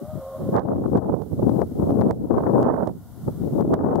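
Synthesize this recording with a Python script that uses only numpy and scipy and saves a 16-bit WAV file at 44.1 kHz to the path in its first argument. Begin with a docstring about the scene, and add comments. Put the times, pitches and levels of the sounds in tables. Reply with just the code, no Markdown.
"""Gusts buffet the two ports of a camera microphone on open grass, over far surf and preamplifier hiss.
In the first half second a seal wails some way off, and its echo fades under the rising, sputtering wind.
From then on slams of air overload the input with a tick; the hardest push the limiter down, so the hiss
sinks and creeps back. The wind lulls just after 3 s, then returns with the biggest slam of all.
Throughout, a wind filter thins the bass and a narrow notch cuts the lower treble."""
import sys
import numpy as np
from scipy import signal
from scipy.io import wavfile

SR = 44100
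rng = np.random.default_rng(int(sys.argv[2]) if len(sys.argv) > 2 else 0)


def transcribe(signal):
    """Save signal, clipped to [-1, 1], as a 16-bit WAV file at the path in sys.argv[1]."""
    frames = np.atleast_2d(signal).T
    limited = np.clip(frames, -1, 1)
    pcm = np.round(limited * 32767).astype(np.int16)
    wavfile.write(sys.argv[1], SR, pcm)


N = 176400
TIME = np.arange(N) / SR
THRESHOLD, CUTOFF_HZ = 0.75, 15650   # the limiter's threshold and the top of the microphone's range


def from_db(db):
    """Decibels to gain."""
    return 10 ** (np.asarray(db) / 20)


def in_time(rows):
    """Each column of a timed curve at every sample."""
    times, *columns = np.transpose(rows)
    return [np.interp(TIME, times, column) for column in columns]


def butter(x, hz, kind, order=2):
    """Causal Butterworth filter."""
    return signal.sosfilt(signal.butter(order, hz, kind, fs=SR, output="sos"), x + 1e-18)


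def drift(rate_hz):
    """Smooth random wobble with a spread of 1, mostly slower than the given rate."""
    step, settle = 40, 2000
    pole = np.exp(-2 * np.pi * rate_hz * step / SR)
    white = rng.standard_normal(N // step + settle + 2)
    slow = signal.lfilter([1], [1, -2 * pole, pole * pole], white)[settle:]
    return np.interp(np.arange(N) / step, np.arange(len(slow)), slow / slow.std())


def noise_bands(spectrum, count):
    """Yields (centre Hz, noise) for steep bands that together have the given colour."""
    hz, db = np.transpose(spectrum)
    edges = np.geomspace(hz[0], min(hz[-1], SR * .45), count + 1)
    white = rng.standard_normal((2, N)) * np.sqrt(SR / 2)
    for k, (low, high) in enumerate(zip(edges, edges[1:])):
        centre = np.sqrt(low * high)
        gain = from_db(np.interp(np.log(centre), np.log(hz), db))
        yield centre, gain * butter(white[k % 2], [low, high], "band", order=4)


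def coloured(spectrum):
    """Steady noise of the given colour."""
    return sum(band for _, band in noise_bands(spectrum, count=14))


def soften(clicks, hz, order):
    """Rounds clicks off with a low-pass, making up for the height that it takes away."""
    return butter(clicks, hz, "low", order) * SR / (2 * np.pi * hz)


def preamp_hiss():
    """The steady, bright noise floor of one preamplifier."""
    # colour of the hiss: (frequency [Hz], density [dB per Hz])
    colour = [(200, -108.5), (4000, -102), (7000, -101.5), (10000, -98.5), (14000, -96), (16000, -83)]
    return coloured(colour)


def shore():
    """The distant wash of surf and colony, almost the same at both ports."""
    # rise and fall of the wash: (time [s], gain [dB])
    fader = [(0, -4), (.2, -1), (.48, -0.5), (1.2, -7), (3, -5.5), (3.3, -4.5)]
    # colour of the wash ahead of the fader: (frequency [Hz], density [dB per Hz])
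    colour = [(40, -50), (120, -70.5), (300, -84), (620, -74.5), (900, -82), (1400, -87), (2200, -110),
              (4000, -100)]
    gain_db, = in_time(fader)
    middle = coloured(colour)
    sides = 0.12 * coloured(colour) * np.array([[1], [-1]])
    return from_db(gain_db) * (middle + sides)


def seal():
    """A hoarse, quavering wail that rises, drops and holds, with scattered outdoor echoes."""
    # contour of the call: (time [s], pitch [Hz], level [dB])
    wail = [(0, 551, -43), (.09, 623, -40), (0.151, 612.4, -44), (.17, 544, -44), (.22, 538.3, -37.5),
            (0.361, 536.5, -37), (.4, 570.6, -45.5), (.47, 518, -43), (.52, 530, -61)]
    jitter, flutter_db = 0.01, 0.5
    rasp_hz, rasp_wander_hz, rasp_db = 97.2, 21.8, -9.5
    octave_db, octave_rise_db_per_s = -20.5, 18.5
    echo_db, echo_t60_s = -1, 2.9
    hz, level_db = in_time(wail)
    end_s = wail[-1][0]
    phase = 2 * np.pi * np.cumsum(hz * (1 + jitter * drift(51))) / SR
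    rasp_phase = 2 * np.pi * np.cumsum(rasp_hz + rasp_wander_hz * drift(22)) / SR
    rasp = from_db(rasp_db) * np.exp(1j * rasp_phase)
    effort = from_db(level_db + flutter_db * drift(70)) * (TIME < end_s)
    octave = from_db(octave_db + octave_rise_db_per_s * np.minimum(TIME, end_s))
    tone = np.exp(1j * phase) + octave * np.exp(2j * phase)
    # a slow rattle in the throat adds two side tones above each partial
    voice = np.sqrt(2) * np.imag(tone * (1 + rasp + rasp ** 2)) * effort
    scatter = rng.standard_normal(N) * from_db(-60 * TIME / echo_t60_s)
    echo = signal.fftconvolve(voice, scatter / np.linalg.norm(scatter))[:N]
    return voice + from_db(echo_db) * echo


def eddies(side):
    """The swirl of air passing one port: random eddies, broken by single hard puffs."""
    # puffs of air: (time [s], left strength [eddy spreads], right strength [eddy spreads])
    puffs = [(0.18, 1.5, 2.8), (0.422, 4.5, -0.5), (0.492, 6, 3.9), (0.686, 2, 0.17), (0.861, 3.5, 2.9),
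             (1.097, 3, 2.06), (1.143, 3, 2.66), (1.428, 3.5, 2.5), (2.384, 2, 1.86), (2.874, -3, 1.3),
             (3.281, 2.5, 3), (3.823, -5, 3)]
    puff_width_s = 0.0036
    swirl = np.minimum(drift(rate_hz=59), 2)
    for at_s, *strengths in puffs:
        blend = np.exp(-.5 * ((TIME - at_s) / puff_width_s) ** 2)
        swirl = swirl + blend * (strengths[side] - swirl)
    return swirl


def sputter(swirl, force_db, edge_hz):
    """Each strong eddy breaks at its crest with a short pop of limited size."""
    min_gap_s, boost_db, ceiling = 0.0092, 19.5, 0.99
    crests, _ = signal.find_peaks(swirl, height=0.73, distance=1 + min_gap_s * SR)
    clicks = np.zeros(N)
    clicks[crests] = ceiling * np.tanh(from_db(force_db[crests] + boost_db) / ceiling)
    return soften(clicks * rng.choice([-1, 1], N), edge_hz, order=5)


def buffeting(side):
    """Turbulence at one port (0 left, 1 right): fast air is louder and brighter, as is each eddy."""
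    # gusts at the left port: (time [s], gain at the pivot [dB], dullness [dB per kHz])
    left_gusts = [(0.0, -15, 62), (0.06, -42, 131), (0.18, -27, 97), (0.23, -65.5, 55), (0.46, -23.5, 88),
                  (0.52, -29.5, 52), (0.54, -20.5, 12), (0.59, -22.5, 7.5), (0.62, -24, 57),
                  (0.66, -11.5, 23), (0.9, -18, 42.5), (0.98, -10, 21.5), (1.11, -17, 39), (1.2, -45, 66),
                  (1.47, -12.5, 38.5), (1.63, -18, 25.5), (1.67, -36, 71), (1.79, -18.5, 32),
                  (1.9, -18, 25.5), (1.94, -18, 39), (2.015, -13, 26.5), (2.05, -11, 31.5), (2.18, -24, 60),
                  (2.24, -13, 36.5), (2.28, -27, 33), (2.31, -7, 25.5), (2.43, -21.5, 24),
                  (2.47, -13, 12.5), (2.51, -16, 28.5), (2.62, -9.5, 19.5), (2.81, -23, 33),
                  (2.84, -20.5, 13), (2.91, -28, 82), (3.07, -43, 112), (3.26, -32, 66), (3.283, -22, 23.5),
                  (3.33, -33.5, 100), (3.45, -15.5, 48), (3.49, -28.5, 46), (3.57, -16.5, 34),
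                  (3.66, -17, 35), (3.69, -11.5, 32), (3.8, -16, 18), (3.97, -10.5, 21.5)]
    # gusts at the right port: (time [s], gain at the pivot [dB], dullness [dB per kHz])
    right_gusts = [(0.02, -18, 56), (0.06, -52, 160), (0.19, -36.5, 43), (0.21, -47, 71), (0.36, -50, 32),
                   (0.399, -22, 43.4), (0.5, -25.5, 51), (0.582, -8.5, 9.4), (0.67, -22.5, 39),
                   (0.705, -10.5, 26.4), (0.821, -15.5, 45), (0.842, -18, 13), (0.9, -20, 71),
                   (0.962, -11, 19), (1.012, -29, 50), (1.069, -12.5, 28.3), (1.159, -10, 32.7),
                   (1.225, -17.5, 33), (1.291, -31.5, 62), (1.326, -14, 47), (1.372, -28.5, 75),
                   (1.394, -14.5, 34.5), (1.44, -17.5, 49), (1.69, -26, 65), (1.92, -13, 35),
                   (1.98, -17.5, 66), (2.099, -11.5, 26), (2.18, -19, 56), (2.36, -18, 50),
                   (2.38, -10.5, 18.3), (2.51, -17, 34), (2.701, -9.5, 15.2), (2.88, -15, 22.3),
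                   (2.99, -34, 80), (3.15, -53, 156), (3.26, -29.5, 120), (3.289, -23, 27),
                   (3.309, -32, 70), (3.69, -13.5, 54), (3.735, -10, 18.7), (3.85, -13, 54),
                   (3.91, -10, 17.4), (3.97, -14.5, 38)]
    # colour of the rumble before the gusts shape it: (frequency [Hz], density [dB per Hz])
    colour = [(30, -32), (60, -35), (100, -35), (170, -31), (260, -28), (500, -26), (900, -26), (1400, -32),
              (2150, -45)]
    pivot_hz, sputter_hz = 250, 1056
    eddy_db, eddy_brightening = 3, 0.083
    # the air throbs at one pitch at the left port; the right has a slight dip there
    ring_hz, ring_octaves, ring_db = 248, 0.45, (3, -2.5)
    level_db, dullness = in_time((left_gusts, right_gusts)[side])
    swirl = eddies(side)
    level_db = level_db + eddy_db * swirl
    tilt_db_per_hz = dullness / 1000 * np.exp(-eddy_brightening * swirl)
    force_db = level_db - tilt_db_per_hz * (sputter_hz - pivot_hz)
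    wind = sputter(swirl, force_db, sputter_hz)
    for hz, band in noise_bands(colour, count=26):
        throb_db = ring_db[side] * np.exp(-.5 * (np.log2(hz / ring_hz) / ring_octaves) ** 2)
        wind += band * from_db(level_db + throb_db - tilt_db_per_hz * (hz - pivot_hz))
    return wind


def slams():
    """Pressure swells too slow to hear overload the input: a tick on a dull pop, brighter when harder."""
    # slams of air: (time [s], pressure over the threshold [dB], click level [dB], left minus right [dB])
    hits = [(0.565, 0, -35, -33), (.574, -3, -26, 1), (0.595, -0.5, -23, -20), (.974, 4.5, -27, 8),
            (1.22, 1.5, -34, -17), (1.494, -1, -35, 26.5), (1.618, 0, -28, 13.5), (1.906, -1.5, -29.5, 7.5),
            (2.013, -0.5, -30.5, 22.5), (2.019, -28, -28, 24), (2.110, 7.5, -19, -8.5),
            (2.384, 3.5, -31.5, -8), (2.629, 3, -24, 11), (2.874, 5, -24, -14.5), (3.609, 1.5, -31, 13.5),
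            (3.741, 8.5, -20, -15.5), (3.957, 4.5, -21, 13.5)]
    swell_width_s, swell_lag_s = 0.012, 0.016
    tick_low_hz, tick_rolloff_hz, top_at_threshold_hz = 2800, 3820, 6500
    pop_hz, pop_db = 855, 23
    out = np.zeros((2, N))
    for at_s, over_db, click_db, pan_db in hits:
        force = from_db(over_db)
        swell = THRESHOLD * force * np.exp(-.5 * ((TIME - at_s - swell_lag_s) / swell_width_s) ** 2)
        click = np.zeros(N)
        click[int(at_s * SR)] = from_db(click_db)
        tick = soften(butter(click, tick_low_hz, "high"), tick_rolloff_hz, order=1)
        tick = butter(tick, min(top_at_threshold_hz * force, CUTOFF_HZ), "low", order=4)
        pop = from_db(pop_db) * soften(click, pop_hz, order=5)
        pan = from_db(np.array([[.5], [-.5]]) * pan_db)
        out += swell + (tick + pop) * pan
    return out


def limiter(x):
    """One gain for both sides: it ducks fast on a peak and climbs back at a steady rate."""
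    attack_s, release_db_per_s = 0.00019, 17.5
    over_db = 20 * np.log10(np.maximum(abs(x).max(axis=0) / THRESHOLD, 1))
    release_db = release_db_per_s * TIME
    held_db = np.maximum.accumulate(over_db + release_db) - release_db
    pole = np.exp(-1 / (attack_s * SR))
    return x * from_db(-signal.lfilter([1 - pole], [1, -pole], held_db))


def scene():
    """Each port has its own wind and hiss; the slams and the far sounds reach both."""
    ports = np.array([buffeting(side) + preamp_hiss() for side in (0, 1)])
    return ports + slams() + seal() + shore()


def record(dry):
    """The camera's chain: limiter, wind filter, notch and a steep top cut."""
    wind_filter_hz, notch_hz, notch_width_hz = 85.8, 2523, 460
    x = butter(limiter(dry), wind_filter_hz, "high", order=4)
    x = butter(x, [notch_hz - notch_width_hz / 2, notch_hz + notch_width_hz / 2], "bandstop", order=1)
    return signal.sosfilt(signal.ellip(10, .1, 80, CUTOFF_HZ, fs=SR, output="sos"), x)


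dry = scene()
out = record(dry)
transcribe(out)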